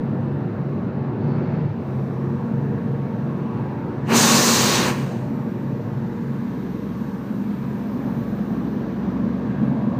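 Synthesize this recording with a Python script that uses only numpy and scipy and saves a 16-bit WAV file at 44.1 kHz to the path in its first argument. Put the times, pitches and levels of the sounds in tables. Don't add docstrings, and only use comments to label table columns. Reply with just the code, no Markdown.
import sys
import numpy as np
from scipy import signal
from scipy.fft import rfft, irfft, next_fast_len
from scipy.io import wavfile
from scipy.ndimage import uniform_filter1d

SR = 44100
rng = np.random.default_rng(int(sys.argv[2]) if len(sys.argv) > 2 else 0)


def waveform_to_disk(signal):
    frames = np.transpose(np.atleast_2d(signal))
    scaled = np.clip(frames, -1, 1) * 32767
    samples = np.round(scaled).astype(np.int16)
    wavfile.write(sys.argv[1], SR, samples)


def voltage_ratio(level):
    return 10 ** (np.asarray(level, float) / 20)


N = 440559

THIRD_OCTAVES_HZ = 22 * 2 ** np.arange(0, 9.7, 1 / 3)


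def rms_one(x):
    return x / np.sqrt(np.mean(x ** 2) + 1e-20)


def in_time(rows):
    s, *columns = np.transpose(rows)
    return [np.interp(np.arange(N) / SR, s, c) for c in columns]


def at_hz(points, hz):
    points_hz, points_db = np.transpose(points)
    return np.interp(np.log(hz), np.log(points_hz), points_db)


def drift(rate_hz):
    hop = 40
    pole = np.exp(-2 * np.pi * hop * rate_hz / SR)
    noise = rng.standard_normal(N // hop + 2002)
    slow = signal.lfilter([1], [1, -2 * pole, pole * pole], noise)[2000:]
    return np.interp(np.arange(N) / hop, np.arange(len(slow)), rms_one(slow))


def coloured(spectrum):
    size = next_fast_len(N)
    hz = np.maximum(np.fft.rfftfreq(size, 1 / SR), 1)
    inside = (hz >= spectrum[0][0]) & (hz <= spectrum[-1][0])
    shaped = rfft(rng.standard_normal(size)) * voltage_ratio(at_hz(spectrum, hz)) * inside
    return rms_one(irfft(shaped, size)[:N])


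def bands(x, centres_hz, count):
    size = next_fast_len(N)
    spectrum = rfft(x, size)
    hz = np.maximum(np.fft.rfftfreq(size, 1 / SR), 1)
    for centre_hz in centres_hz:
        steps = np.clip(count * np.log2(hz / centre_hz), -1, 1)
        yield centre_hz, irfft(spectrum * np.cos(np.pi / 2 * steps) ** 2, size)[:N]


def patchy(x, low_hz, patchy_db):
    centres_hz = low_hz * 2 ** (np.arange(20) / 6)
    return sum(voltage_ratio(patchy_db * drift(1.0)) * band for hz, band in bands(x, centres_hz, count=6))


def crank_angle(firing_hz):
    return 2 * np.pi * np.cumsum(firing_hz / 3) / SR


def surge():
    start_s, rise_s, hold_s, fall_s = 1.18, 0.094, 0.31, 0.15
    corners_s = start_s + np.cumsum([0, rise_s, hold_s, fall_s])
    return np.interp(np.arange(N) / SR, corners_s, [0, 1, 1, 0])


def tones(firing_hz, place):
    multiples = [3, 6, 7, 8, 9, 12, 15, 18, 21, 24, 25.5, 5.055, 10.11, 20.2, 40, 43, 49.4, 70.45]
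    panel_levels_db = [-59, -32.5, -43.5, -43.5, -39, -45.5, -47.5, -57, -46, -56.5, -52, -45, -37.5, -44.5,
                       -49, -54.5, -60, -61]
    side_levels_db = [-42, -41, -43.5, -33, -31.5, -44, -53, -47.5, -48, -61, -59, -46.5, -36.5, -54, -55,
                      -52.5, -59, -60]
    fan_multiple, fan_panel_db, fan_side_db = 6.1313, -36, -46.5
    governed_firing_hz = 68.4
    drift_db, drift_hz = 1.97, 3.0

    crank = crank_angle(firing_hz)
    off_speed_hz = np.abs(firing_hz - governed_firing_hz)
    phases = rng.uniform(0, 2 * np.pi, len(multiples))
    phases[multiples.index(6)] = 0
    out = voltage_ratio(fan_panel_db + place * (fan_side_db - fan_panel_db)) * np.cos(fan_multiple * crank)
    for multiple, panel_db, side_db, phase in zip(multiples, panel_levels_db, side_levels_db, phases):
        fade_db = 0.23 * max(multiple - 6, 0) * off_speed_hz
        level_db = panel_db + place * (side_db - panel_db) - fade_db
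        out += voltage_ratio(level_db + drift_db * drift(drift_hz)) * np.cos(multiple * crank + phase)
    return np.sqrt(2) * out


def roar(place):
    # pitch_hz, relative level_db (per Hz)
    panel_spectrum = [(20, -44), (55, -35), (75, -19.5), (95, -9), (120, -4.5), (160, -4), (200, -2.5),
                      (250, -11), (290, -8.5), (340, -11.5), (420, -15.5), (480, -19), (640, -22),
                      (1100, -27.5), (3000, -51)]
    # pitch_hz, relative level_db (per Hz)
    side_spectrum = [(20, -34), (55, -36), (75, -21.5), (100, -26), (125, -15), (160, -9.5), (210, 0.5),
                     (270, -5), (315, -11.5), (400, -17.5), (480, -20.5), (560, -24), (960, -29),
                     (1650, -37.5), (3000, -63.5)]
    drift_db, drift_hz = 2.02, 2.74
    rumble = np.sqrt(1 - place) * coloured(panel_spectrum) + np.sqrt(place) * coloured(side_spectrum)
    slices = bands(rumble, THIRD_OCTAVES_HZ[:23], count=3)
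    return sum(voltage_ratio(drift_db * drift(drift_hz)) * band for hz, band in slices)


def knock(firing_hz, depth=0.14):
    cylinders_db = [1.5, -6.5, -3, -2.5, -0.8, -6.5]
    # pitch_hz, relative level_db (per Hz)
    clatter_spectrum = [(700, -31), (1200, -9), (1900, -9), (2900, -17), (4300, -21), (5200, -26.5),
                        (6500, -34.5), (9000, -46.5), (12000, -82)]
    firing = np.cumsum(firing_hz) / SR
    strength = voltage_ratio(np.array(cylinders_db))[firing.astype(int) % 6]
    strength = uniform_filter1d(strength, size=300)
    clatter = patchy(coloured(clatter_spectrum), 900, patchy_db=0.6)
    return rms_one(clatter * (1 - depth + depth * strength))


def cooling():
    # start_s, level_db
    hiss_levels = [(.85, -75.5), (.9, -88), (1.7, -79), (1.9, -69.5), (4, -71), (5.3, -66), (6.0, -67),
                   (6.6, -65), (6.85, -64.5), (8.2, -63), (8.45, -64), (8.9, -66.5), (9.6, -70)]
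    # pitch_hz, relative level_db (per Hz)
    hiss_spectrum = [(3240, -29), (5500, -1.5), (6340, -4.5), (7430, -9), (8780, -10), (9650, -12.5),
                     (13900, -8), (15400, -3.5)]
    # start_s, centre_hz
    bright_centres = [(4.5, 13960), (6.2, 12560), (8.8, 14600)]
    bright_base_db, hiss_ref_db, growth_db_per_db = -87.5, -70.5, 3.1
    bright_width_hz, drift_db, drift_hz = 1250, 1.8, 2.2

    level_db, = in_time(hiss_levels)
    centre_hz, = in_time(bright_centres)
    bright_db = bright_base_db + growth_db_per_db * (level_db - hiss_ref_db)
    bright_db = np.maximum(bright_db, level_db - 12.5)
    bright = 0
    for hz, band in bands(rng.standard_normal(N), 10700 * 2 ** (np.arange(11) / 20), count=20):
        near_centre = np.exp(-((hz - centre_hz) / bright_width_hz) ** 2)
        bright = bright + near_centre * voltage_ratio(drift_db * drift(drift_hz)) * band
    hiss = patchy(coloured(hiss_spectrum), 2580, patchy_db=1.5)
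    return voltage_ratio(level_db) * hiss + voltage_ratio(bright_db) * rms_one(bright)


def intake(load):
    centre_hz, half_width_hz = 4440, 330
    level_db, waver_db, waver_hz = -69.5, 1.5, 15.0
    hiss = coloured([(centre_hz - half_width_hz, -15), (centre_hz, 0), (centre_hz + half_width_hz, -15)])
    return load * voltage_ratio(level_db + waver_db * drift(waver_hz)) * hiss


def blow_off():
    # start_s, level_db
    flow = [(4.04, -70), (4.1, -37), (4.16, -20.5), (4.26, -21.5), (4.76, -21), (4.88, -29.5),
            (4.94, -41.5), (5.16, -54), (5.26, -63)]
    # pitch_hz, relative level_db (per Hz)
    hiss_spectrum = [(1800, -23), (2800, -13.5), (4100, -7), (5300, -8.5), (6500, -6.5), (8500, -14.5),
                     (10800, -22.5), (13000, -20.5), (15350, -17.5)]
    # pitch_hz, relative level_db (per Hz)
    roar_spectrum = [(88, -35.5), (150, -5), (177, -7.5), (227, 3), (277, -6), (463, -8.5), (692, -13.5),
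                     (1110, -9.5), (1330, -15), (3000, -19.5), (3900, -53), (6600, -120)]
    full_flow_db, full_range_db = -22.5, 14
    pressure_peak_s = 4.52
    tilt_db_per_octave, tilt_fall_db_per_s = 1.8, 25
    shriek_hz, shriek_width_octaves = 6600, 0.56
    full_shriek_db, shriek_fall_db_per_s, weak_shriek_db = 5.5, 30, -3.5
    roar_lead_db, roar_tail_db = 15, -4.5
    roar_top_db, roar_sag_db_per_s = -16, 7
    flicker_db, flicker_hz, drift_db, drift_hz = 0.7, 19.0, 0.73, 2.3

    hiss_db, = in_time(flow)
    now_s = np.arange(N) / SR
    opens_s, shuts_s = flow[0][0], flow[-1][0]
    sounding = np.interp(now_s, [opens_s - 0.04, opens_s, shuts_s, shuts_s + 0.06], [0, 1, 1, 0])
    formed = np.clip(0.5 + (hiss_db - full_flow_db) / full_range_db, 0, 1)
    falling_s = np.maximum(now_s - pressure_peak_s, 0)
    tilt_db = formed * (tilt_db_per_octave - tilt_fall_db_per_s * falling_s)
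    extra_db = full_shriek_db - weak_shriek_db - shriek_fall_db_per_s * falling_s
    shriek_db = weak_shriek_db + formed * np.maximum(extra_db, 0)
    roar_db = hiss_db + roar_lead_db + roar_tail_db * (falling_s > 0)
    roar_db = np.minimum(roar_db, roar_top_db - roar_sag_db_per_s * (now_s - opens_s))

    hiss = 0
    for hz, band in bands(coloured(hiss_spectrum), THIRD_OCTAVES_HZ[17:], count=3):
        shriek = np.exp(-(np.log2(hz / shriek_hz) / shriek_width_octaves) ** 2)
        band_db = tilt_db * np.log2(hz / 4000) + shriek_db * shriek
        hiss = hiss + voltage_ratio(band_db + flicker_db * drift(flicker_hz)) * band
    jet = voltage_ratio(hiss_db) * hiss + voltage_ratio(roar_db) * coloured(roar_spectrum)
    return sounding * voltage_ratio(drift_db * drift(drift_hz)) * jet


def reflect(x, place):
    # panel_delay_ms, side_delay_ms, level_db (re direct sound)
    echoes = [(2.3, 1.6, -20), (7.9, 8.9, -16.5), (17.3, 15.6, -15)]
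    now = np.arange(N)
    smooth = uniform_filter1d(place, size=SR)
    total, power = x, 1
    for panel_ms, side_ms, level_db in echoes:
        delay_ms = panel_ms + smooth * (side_ms - panel_ms)
        total = total + voltage_ratio(level_db) * np.interp(now - SR / 1000 * delay_ms, now, x)
        power += voltage_ratio(2 * level_db)
    return total / np.sqrt(power)


def resonate(x):
    # centre_hz, width_hz, lift_db
    resonances = [(605, 17, 0.5), (830, 100, 1.5), (1097, 66, 3.5), (1504, 70, 0.5), (1698, 330, 3),
                  (2600, 220, 2), (3250, 490, 1), (3860, 420, 3), (4460, 390, 1.5), (5266, 270, -0.5),
                  (6120, 420, 3), (6900, 320, 2), (8300, 460, 2.5), (9250, 300, -0.5)]
    size = next_fast_len(N + SR // 4)
    hz = np.fft.rfftfreq(size, 1 / SR)
    total_db = sum(lift_db / (1 + (2 * (hz - centre_hz) / width_hz) ** 2)
                   for centre_hz, width_hz, lift_db in resonances)
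    return irfft(rfft(x, size) * voltage_ratio(total_db), size)[:N]


def scene():
    # start_s, firing_hz
    speed = [(0, 69.3), (1.2, 69.3), (1.45, 70.8), (1.68, 73.0), (1.8, 67.0), (1.95, 66.3), (2.3, 68.3),
             (4.5, 68.3), (6.7, 68.05), (8.2, 68.4), (10, 68.4)]
    # start_s, place (0 panel to 1 side), nearness_db
    walk = [(0, 0.034, 0.24), (2.0, 0.073, -0.26), (3.4, 0.17, -0.4), (4.2, 0.13, 0), (5.5, .28, -0.8),
            (6.2, 0.31, -2), (6.7, 0.86, -0.8), (7.2, 0.5, -3), (7.6, 0.85, -0.4), (8.4, .82, 1.1),
            (9.2, 0.95, 2.5), (9.9, 0.53, 3.5)]
    firing_hz, = in_time(speed)
    place, near_db = in_time(walk)
    place = np.clip(place, 0, 1)
    load = surge()
    roar_db = -26.5 + near_db + 2.8 * load
    tones_db = 2.5 - 3.5 * place + 0.49 * near_db + 2.5 * load
    knock_db = -58 + 6 * place ** 0.45 + 3 * load
    engine = voltage_ratio(roar_db) * roar(place) + voltage_ratio(knock_db) * knock(firing_hz)
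    noises = engine + cooling() + intake(load) + blow_off()
    mix = voltage_ratio(tones_db) * tones(firing_hz, place) + resonate(reflect(noises, place))
    return mix[None, :]


def top_cut(x):
    return signal.sosfilt(signal.butter(12, 16170, fs=SR, output="sos"), x)


def record(dry):
    # pitch_hz, relative level_db (per Hz)
    self_noise = [(5000, -8), (9000, -5), (12000, 3), (15350, 1.5)]
    self_noise_db = -80.5
    mix = dry + voltage_ratio(self_noise_db) * coloured(self_noise)
    return top_cut(mix)


dry = scene()
out = record(dry)
waveform_to_disk(out)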